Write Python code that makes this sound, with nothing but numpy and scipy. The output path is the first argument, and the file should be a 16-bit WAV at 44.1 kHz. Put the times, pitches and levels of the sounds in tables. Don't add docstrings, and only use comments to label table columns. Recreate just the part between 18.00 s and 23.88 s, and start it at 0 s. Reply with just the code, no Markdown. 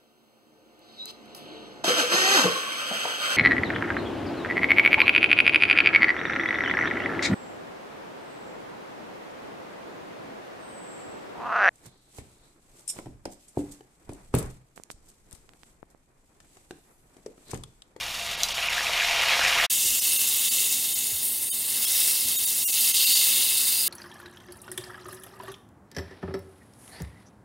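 import sys
import numpy as np
from scipy import signal
from scipy.fft import rfft, irfft
from scipy.io import wavfile
from scipy.ndimage import uniform_filter1d

SR = 44100
rng = np.random.default_rng(int(sys.argv[2]) if len(sys.argv) > 2 else 0)


def wav_record(signal):
    frames = np.transpose(np.atleast_2d(signal))
    bounded = np.clip(frames, -1, 1)
    quanta = np.round(bounded * 32767).astype(np.int16)
    wavfile.write(sys.argv[1], SR, quanta)


N = 259308
TIME = np.arange(N) / SR
FREQS = np.fft.rfftfreq(N, 1 / SR)
TOP_HZ = 15880


# frequency in Hz, relative level in dB.
SEAR_SPECTRUM = [(200, -34.5), (500, -23), (1000, -19.5), (1500, -22), (1900, -13.5), (2470, -22),
                 (2680, -10.5), (4500, -8), (6100, -6.5), (7600, -5.5), (9000, 0), (12000, -2),
                 (15700, -2.5)]
# centre in Hz, width in Hz, gain in dB.
SEAR_RESONANCES = [(2128, 130, 9), (2680, 410, 9), (2930, 50, 2.5), (3280, 55, 2.5), (3700, 200, 6),
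                   (4550, 140, 3), (6170, 42, 5.5), (6100, 220, -3.5), (6510, 90, 1.5), (6580, 93, 4),
                   (6830, 72, 4.5), (7420, 61, 5), (7990, 130, 3.5), (8800, 180, 2.5), (10100, 180, 3),
                   (10700, 120, 2), (10800, 100, -1), (13500, 160, 4)]
# time in seconds, level in dB.
SEAR_ENVELOPE = [(1.72, -28), (2.1, -26.5), (2.3, -28.5), (2.62, -27.5), (2.8, -30.5), (3.1, -34),
                 (3.4, -37.5), (3.66, -35.5), (3.96, -28.5), (4.08, -28), (4.24, -31), (4.62, -32),
                 (4.9, -27), (4.99, -24), (5.2, -24.5), (5.55, -27.5), (5.86, -29.5)]
# offset from the envelope in dB, share of the envelope's
# swing, drift in dB per second.
SEAR_SIZE_BANDS = [(-17, 0.59, 0.2), (-10.5, 0.86, -0.46), (-6, 0.98, 1.33), (-4, 0.98, -0.6),
                   (4.5, 0.55, 0.53)]
SEAR_CROSSOVERS = (2500, 3500, 5300, 8300)

def searing_meat():
    pops = bubbles(per_s=14000, cycles=1.48, clump_db=1.06, clump_hz=44)
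    steam = amp(-2.5) * rng.standard_normal(N)
    sound = coloured(pot_echo(pops + steam, wet_db=-1, t60=0.085), SEAR_SPECTRUM, SEAR_RESONANCES)
    times, envelope_db = np.transpose(SEAR_ENVELOPE)
    mean_db = envelope_db.mean()
    swing = np.interp(TIME, times, envelope_db) - mean_db
    from_middle_s = TIME - (times[0] + times[-1]) / 2
    levels = [mean_db + db + share * swing + drift * from_middle_s
              for db, share, drift in SEAR_SIZE_BANDS]
    return boil(sound, SEAR_CROSSOVERS, levels)


# frequency in Hz, relative level in dB.
CRACKLE_SPECTRUM = [(100, -22.5), (340, -27.5), (460, -15), (1000, -9.5), (1600, -8), (2400, 0),
                    (4000, -5.5), (6000, -10.5), (8000, -19), (11000, -20.5), (15000, -25)]
# centre in Hz, width in Hz, gain in dB.
CRACKLE_RESONANCES = [(520, 50, 3), (580, 30, -7), (685, 75, 9.5), (900, 120, 2.5), (1635, 70, 5),
                      (1938, 20, 8), (2169, 22, 7), (2435, 50, 3), (2715, 60, 3), (6880, 50, 4),
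                      (7230, 60, 4)]
# resting level in dB, multiple of the build that it follows.
CRACKLE_SIZE_BANDS = [(-43, 1.026), (-42.5, 1.32), (-36, 0.7), (-42.5, 0.52)]
CRACKLE_CROSSOVERS = (1500, 2800, 7000)

def crackling_oil(start_s=0.12, end_s=1.37, build_db=10.5):
    pops = bubbles(per_s=5000, cycles=0.55, clump_db=0.7, clump_hz=35)
    steam = amp(-2) * rng.standard_normal(N)
    sound = pot_echo(pops + steam, wet_db=-3, t60=0.075)
    sound = coloured(sound, CRACKLE_SPECTRUM, CRACKLE_RESONANCES)
    build = build_db * np.clip((TIME - start_s) / (end_s - start_s), 0, 1)
    return boil(sound, CRACKLE_CROSSOVERS, [db + share * build for db, share in CRACKLE_SIZE_BANDS])


def bubbles(per_s, cycles, clump_db, clump_hz, spread_db=4):
    flurries, out = amp(clump_db * flutter(clump_hz)), np.zeros(N)
    pitches = np.geomspace(400, 16000, 32)
    for hz, share in zip(pitches, np.sqrt(pitches) / np.sqrt(pitches).sum()):
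        strengths = amp(spread_db * np.minimum(rng.exponential(1, N), 4)) * rng.choice([-1, 1], N)
        bursts = evened(strengths * (rng.random(N) < per_s * share / SR)) * flurries
        out += np.sqrt(hz) * signal.oaconvolve(bursts, ring(hz, cycles / hz))[:N]
    return evened(out)


def boil(x, crossovers_hz, levels_db):
    below = [0] + [1 / (1 + (FREQS / hz) ** 12) for hz in crossovers_hz] + [1]
    edges = np.r_[crossovers_hz[0] / 2, crossovers_hz, TOP_HZ]
    pitches, spectrum = np.sqrt(edges[:-1] * edges[1:]), rfft(x)
    return sum(evened(irfft(spectrum * (upper - lower), N)) * amp(db + flare_db(hz))
               for lower, upper, hz, db in zip(below, below[1:], pitches, levels_db))


# start in seconds, length in seconds, lift in dB, pitch in Hz.
JUICE_FLARES = [(0.57, 0.14, 2, 2300), (0.97, 0.07, 2.5, 2100), (1.12, 0.08, 1, 3000),
                (1.28, 0.13, 2, 4600), (1.47, 0.2, 2.5, 11000), (1.56, 0.1, 2, 1400),
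                (1.57, 0.08, 1.5, 4600), (1.71, 0.1, 1.5, 6800), (3.22, 0.1, 3, 12000),
                (3.67, 0.42, 2.8, 1800), (3.95, 0.16, 1.5, 12000), (4.44, 0.38, 1.8, 6800),
                (4.78, 0.1, 1.5, 12000), (4.95, 0.25, 1, 4300), (5.28, 0.22, 2.5, 2600)]

def flare_db(hz, rise_s=0.0099, fade_s=0.03, width_octaves=0.4):
    db = np.zeros(N)
    for start, length, lift, pitch in JUICE_FLARES:
        rise = np.clip((TIME - start) / rise_s, 0, 1)
        fade = np.exp(-np.maximum(TIME - start - length, 0) / fade_s)
        db += lift * rise * fade * np.exp(-(np.log2(hz / pitch) / width_octaves) ** 2 / 2)
    return db


def pot_echo(x, wet_db, t60, paths=5):
    t, echo = TIME[:4096], np.zeros(N)
    spot = np.repeat(rng.integers(0, paths, N // 64 + 1), 64)[:N]
    for k in range(paths):
        tail = rng.standard_normal(len(t)) * amp(-60 * t / t60) * (t > .001)
        echo += signal.oaconvolve(x * (spot == k), tail / np.linalg.norm(tail))[:N]
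    return x + amp(wet_db) * echo


# start and end in seconds, centre and width in Hz, gain in dB.
CAVITY_SHIFTS = [(0.42, 0.6, 1800, 820, -5.5), (0.52, 0.7, 2650, 600, 2), (0.73, 0.78, 2300, 1000, 1.5),
                 (0.87, 1.32, 2250, 520, 2), (1.37, 1.7, 2500, 830, -1.5), (1.7, 1.8, 6550, 260, 4.5),
                 (2.42, 2.8, 6950, 450, 4), (2.3, 3.2, 3700, 250, 2), (2.95, 3.22, 6800, 400, 6),
                 (1.6, 3.4, 12000, 540, 3.5), (2.4, 3.2, 11800, 700, -2), (3.5, 3.6, 13000, 700, 3),
                 (3.42, 3.62, 8800, 1000, 4), (3.45, 3.7, 5600, 1700, -2.5), (3.6, 3.8, 13600, 900, 0),
                 (4.3, 5.1, 12350, 500, 3), (2.7, 4.65, 2800, 600, -2.5), (3.0, 3.75, 8900, 570, 2.5),
                 (3.75, 4.3, 5300, 600, 4), (4.3, 4.93, 11000, 530, 2.5), (4.65, 5.2, 3000, 400, 3),
                 (4.975, 5.23, 4620, 670, 5.5), (4.96, 5.95, 5520, 450, -4.5), (4.958, 5.95, 7750, 400, -3),
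                 (4.963, 5.95, 8660, 400, 2), (5.3, 5.15, 13700, 900, -2.5), (4.95, 5.25, 10500, 660, -4.5),
                 (5.05, 5.4, 13000, 500, 4.5), (4.5, 5.3, 6400, 400, 1.5), (5.6, 5.95, 4800, 700, 4),
                 (5.62, 6.7, 3340, 1000, -4)]

def shifting_cavity(x, ramp_s=0.083, wander_db=0.7):
    hz, t, spectra = signal.stft(x, SR, nperseg=1024)
    db = np.zeros(spectra.shape)
    for start, end, centre, width, lift in CAVITY_SHIFTS:
        presence = np.clip(np.minimum(t - start, end - t) / ramp_s + .5, 0, 1)
        db += np.outer(lift * resonance_curve(hz, centre, width), presence)
    patches = uniform_filter1d(rng.standard_normal(db.shape), size=7, axis=0)
    patches = uniform_filter1d(patches, size=20, axis=1)
    return signal.istft(spectra * amp(db + wander_db * evened(patches)), SR, nperseg=1024)[1][:N]


# time and half length in seconds, low-end gain in dB, edge in Hz, gain
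# above the edge in dB, low and high blip pitches in Hz, peak of each blip in dB.
SEAR_STUTTERS = [(2.007, 0.0086, -14.5, 8500, -2, 5193, 6000, -32),
                 (2.179, 0.0072, -14, 6900, 5, 2720, 6370, -33),
                 (2.499, 0.01, -11, 6970, 1, 4580, 7320, -32),
                 (2.945, 0.0069, -15, 7000, 6, 3060, 3700, -38),
                 (3.509, 0.012, -28, 6300, 3, 4770, 6573, -39),
                 (3.524, 0.006, -13, 6000, 0, 3060, 3680, -36),
                 (3.862, 0.0059, -13, 7000, 0, 3290, 5340, -31),
                 (4.375, 0.011, -12.5, 7000, 2, 3720, 6780, -28.5),
                 (4.46, 0.0082, -14, 6530, 4, 3760, 4630, -34),
                 (4.662, 0.016, -38, 5500, 1, 2810, 5780, -33),
                 (4.717, 0.0062, -16, 6500, 1, 6040, 6760, -36),
                 (4.93, 0.0092, -13.5, 7700, -8, 6390, 8900, -30),
                 (5.057, 0.0083, -13, 5470, -1, 2750, 4900, -26),
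                 (5.143, 0.01, -12, 4500, 0, 3800, 4540, -28)]

def stuttering(x, comb_hz=800, unevenness=0.5, linger=1.6, blip_s=0.04):
    hz, t, spectra = signal.stft(x, SR, nperseg=256, noverlap=192)
    for s, half, low_db, edge, treble_db, *_ in SEAR_STUTTERS:
        gap = np.exp(-abs((t - s) / half) ** 3)
        around = np.exp(-((t - s) / (linger * half)) ** 4)
        low = 1 / (1 + (hz / edge) ** 8)
        teeth = np.cumsum(np.exp(unevenness * rng.standard_normal(len(hz)))) * hz[1] / comb_hz
        comb = evened(np.maximum(np.cos(2 * np.pi * teeth), 0))
        spectra *= amp(np.outer(treble_db + (low_db - treble_db) * low, gap))
        spectra *= 1 + np.outer((comb - 1) * (1 - low), around)
    out = signal.istft(spectra, SR, nperseg=256, noverlap=192)[1][:N]
    t = TIME[:round(blip_s * SR)]
    for s, *_, low_hz, high_hz, blip_db in SEAR_STUTTERS:
        blips = np.sin(2 * np.pi * low_hz * t) + np.sin(2 * np.pi * high_hz * t)
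        add(out, s - blip_s / 2, amp(blip_db) * np.hanning(len(t)) * blips)
    return out


# time in seconds, gain of the hiss in dB, its lower edge in Hz.
CRACKLE_DIPS = [(0.366, -17, 6400), (0.535, -15, 6800), (0.686, -13, 7200)]

def dipping(x, body_db=-4, half_s=0.008):
    hz, t, spectra = signal.stft(x, SR, nperseg=256)
    db = np.zeros(spectra.shape)
    for s, hiss_db, edge in CRACKLE_DIPS:
        shelf = hiss_db + (body_db - hiss_db) / (1 + (hz / edge) ** 8)
        db += np.outer(shelf, np.exp(-((t - s) / half_s) ** 2))
    return signal.istft(spectra * amp(db), SR, nperseg=256)[1][:N]


# time in seconds, level in dB, centre in Hz, spray decay in seconds.
OIL_SPITS = [(0.412, -23, 2430, .002), (0.487, -19, 5000, 0.0055), (0.5067, -19.5, 3320, .003),
             (0.5816, -17.5, 2650, 0.004), (0.827, -25, 2710, .003), (0.9342, -13, 3000, .003),
             (1.02, -16, 1780, 0.0067), (1.111, -19, 2380, .006), (1.2125, -15, 2520, .003),
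             (1.23, -15, 2460, 0.005), (1.284, -17, 2170, .008), (1.3075, -15, 2310, .005),
             (1.3338, -11.5, 2200, .004), (1.45, -13, 2400, .004), (1.526, -12, 3020, .003),
             (1.584, -16, 2290, .005), (1.6, -10.5, 1920, .004), (1.626, -18.5, 1920, 0.0066),
             (3.428, -15.5, 9000, .002), (4.748, -14, 9000, .003), (4.876, -13, 5000, .003),
             (4.969, -15, 6000, .004)]

def spits(rise_cycles=0.95, spray_db=-10):
    out, t = np.zeros(N), TIME[:SR // 10]
    for s, db, hz, decay_s in OIL_SPITS:
        swell = t * hz / rise_cycles
        snap = swell * np.exp(1 - swell) * np.sin(2 * np.pi * hz * t)
        octave = signal.butter(2, [hz / np.sqrt(2), hz * np.sqrt(2)], "band", fs=SR)
        spray = evened(signal.lfilter(*octave, rng.standard_normal(len(t)))) * np.exp(-t / decay_s)
        add(out, s, amp(db) * (snap + amp(spray_db) * spray))
    return pot_echo(out, wet_db=-9, t60=0.072, paths=1)


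# frequency in Hz, relative level in dB, decay in seconds.
STEEL_MODES = [(3580, -23, 0.004), (3980, -26, 0.009), (4200, -5, 0.00044), (4740, -32, 0.018),
               (6300, -0.5, 0.00042), (7200, -12, 0.00029), (9300, -20, 0.00085), (13300, -23, 0.0006)]

def tongs_clack(start_s=0.4336, level_db=2.5, rise_s=0.00026, tick_db=-21, tick_s=0.0017):
    out, t = np.zeros(N), TIME[:SR // 5]
    modes = sum(amp(db) * np.exp(-t / decay_s) * np.sin(2 * np.pi * hz * t)
                for hz, db, decay_s in STEEL_MODES)
    tick = amp(tick_db) * evened(np.diff(rng.standard_normal(len(t) + 1))) * np.exp(-t / tick_s)
    attack = 1 - np.exp(-(t / rise_s) ** 2)
    add(out, start_s, amp(level_db) * (modes + tick) * attack)
    return pot_echo(out, wet_db=-5.5, t60=0.082, paths=1)


# time in seconds, level in dB.
TONG_BLOWS = [(0.581, -21), (0.71, -21), (0.894, -14), (1.3936, -9.5)]
# frequency in Hz, relative level in dB.
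KNOCK_SPECTRUM = [(150, -19), (330, -11.5), (700, 2), (1300, -1), (2200, -8), (4000, -9), (9000, -32)]

def tongs_knocks(rattle_db=-21, rattle_s=0.0075):
    blows, t = np.zeros(N), TIME[:SR // 10]
    impulse = t == 0
    for s, db in TONG_BLOWS:
        rattle = amp(rattle_db) * rng.standard_normal(len(t)) * np.exp(-t / rattle_s)
        add(blows, s, amp(db) * (impulse + rattle))
    sound = coloured(blows, KNOCK_SPECTRUM)
    return sound * abs(blows).max() / abs(sound).max()


# start and length in seconds, rms level in dB, first and last pitch in Hz.
TONG_DRAGS = [(0.611, 0.099, -33, 2650, 2330), (0.768, 0.05, -32, 1700, 1600),
              (0.845, 0.035, -32, 2450, 2500), (0.975, 0.075, -32, 2630, 2020),
              (1.274, 0.1, -29.5, 2480, 2050), (1.387, 0.051, -30, 1750, 1550),
              (1.426, 0.053, -31, 2200, 2700), (1.574, 0.088, -31.5, 2200, 1900)]

def tongs_rasps(slips_per_s=130, jitter=0.45, slip_s=0.0022, width_hz=520):
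    out = np.zeros(N)
    for start, length, db, from_hz, to_hz in TONG_DRAGS:
        t = TIME[:round(length * SR)]
        waits, strengths = np.exp(jitter * rng.standard_normal((2, 64)))
        slip_times = np.r_[0, np.cumsum(waits[1:])] / slips_per_s
        latest = np.searchsorted(slip_times, t, "right") - 1
        envelope = strengths[latest] * np.exp(-(t - slip_times[latest]) / slip_s)
        squelch = envelope * rng.standard_normal(SR)[:len(t)]
        rasp = resonate(squelch, from_hz + (to_hz - from_hz) * t / length, width_hz)
        add(out, start, amp(db) * evened(rasp * signal.windows.tukey(len(t), .5)))
    return out


# time in seconds, level in dB, centre in Hz, width as a share of it.
MEAT_THUDS = [(1.84, -52, 270, .4), (1.845, -52, 105, .25), (1.89, -51, 54.7, .25), (3.12, -48, 97, 0.19),
              (4.24, -53.5, 260, .4), (4.245, -48, 100, .25)]

def meat_bumps(rise_s=0.015):
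    out, t = np.zeros(N), TIME[:SR // 5]
    hz = np.fft.rfftfreq(len(t), 1 / SR)
    push = t / rise_s * np.exp(1 - t / rise_s)
    for s, db, centre, width in MEAT_THUDS:
        band = np.exp(-((hz - centre) / (width * centre)) ** 2 / 2)
        thud = irfft(rfft(rng.standard_normal(len(t))) * band, len(t)) * push
        add(out, s, amp(db) * thud * np.linalg.norm(push) / np.linalg.norm(thud))
    return out


# frequency in Hz, relative level in dB.
MURMUR_BEFORE = [(10, -28), (28, 10), (45, -7), (100, 0), (200, -2.5), (350, -10.5), (800, -47),
                 (4000, -55)]
MURMUR_AFTER = [(25, -28), (42, -11), (58, -3.5), (110, -1), (160, -3.5), (400, -2.5), (500, -9.5),
                (900, -6.5), (4000, -69)]
# frequency in Hz, rms level in dB.
HUM_BEFORE = [(59.5, -56.5)]
HUM_AFTER = [(236.2, -63.5), (240, -61), (404, -66)]

def kitchen(murmur, hum, murmur_db):
    lines = sum(amp(db) * np.sqrt(2) * np.sin(2 * np.pi * (hz * TIME + rng.random())) for hz, db in hum)
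    return amp(murmur_db) * coloured(rng.standard_normal(N), murmur) + lines


def coloured(x, spectrum, resonances=(), size=8192):
    hz = np.fft.rfftfreq(size, 1 / SR)
    points, levels = np.transpose(spectrum)
    db = np.interp(np.log(hz + 1), np.log(points), levels)
    db += sum(lift * resonance_curve(hz, centre, width) for centre, width, lift in resonances)
    log_gain = np.log(amp(np.r_[db, db[-2:0:-1]]))
    response = np.fft.ifft(np.exp(np.conj(signal.hilbert(log_gain)))).real[:size // 2]
    return evened(signal.oaconvolve(x, response)[:N])


def resonance_curve(hz, centre, width):
    return 1 / (1 + (2 * (hz - centre) / width) ** 2)


def resonate(x, hz, width_hz):
    carrier = np.exp(2j * np.pi * np.cumsum(hz) / SR)
    pole = np.exp(-np.pi * width_hz / SR)
    return (carrier * signal.lfilter([(1 - pole) ** 2], [1, -2 * pole, pole * pole], x / carrier)).real


def ring(hz, decay_s):
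    t = TIME[:int(10 * decay_s * SR) + 10]
    wave = np.exp(-t / decay_s) * np.sin(2 * np.pi * hz * t)
    return wave / np.linalg.norm(wave)


def flutter(top_hz):
    return evened(irfft(rfft(rng.standard_normal(N)) / (1 + (FREQS / top_hz) ** 2), N))


def low_pass(x, edge_hz):
    return signal.oaconvolve(x, signal.firwin(601, edge_hz, window=("kaiser", 8), fs=SR), "same")


def amp(db):
    return 10 ** (np.asarray(db) / 20)


def evened(x):
    return x / np.sqrt(np.mean(x ** 2) + 1e-20)


def add(mix, s, sound):
    part = mix[max(round(s * SR), 0):][:len(sound)]
    part += sound[:len(part)]


def scene(crackle_end_s=1.666, sear_start_s=1.698, crackle_top_hz=15450):
    fade_out = np.clip((crackle_end_s - TIME) / 0.0088, 0, 1)
    fade_in = np.clip((TIME - sear_start_s) / 0.0055, 0, 1)
    crackle = dipping(shifting_cavity(crackling_oil()))
    crackle += kitchen(MURMUR_BEFORE, HUM_BEFORE, murmur_db=-53)
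    sear = shifting_cavity(searing_meat()) + kitchen(MURMUR_AFTER, HUM_AFTER, murmur_db=-53.5)
    mono = fade_out * crackle + fade_in * stuttering(sear)
    mono += spits() + tongs_clack() + tongs_rasps() + tongs_knocks() + meat_bumps()
    mono = np.where(TIME < sear_start_s, low_pass(mono, crackle_top_hz), mono)
    return np.array([mono, mono])


def record(dry):
    return np.array([low_pass(channel, TOP_HZ) for channel in dry])


dry = scene()
out = record(dry)
wav_record(out)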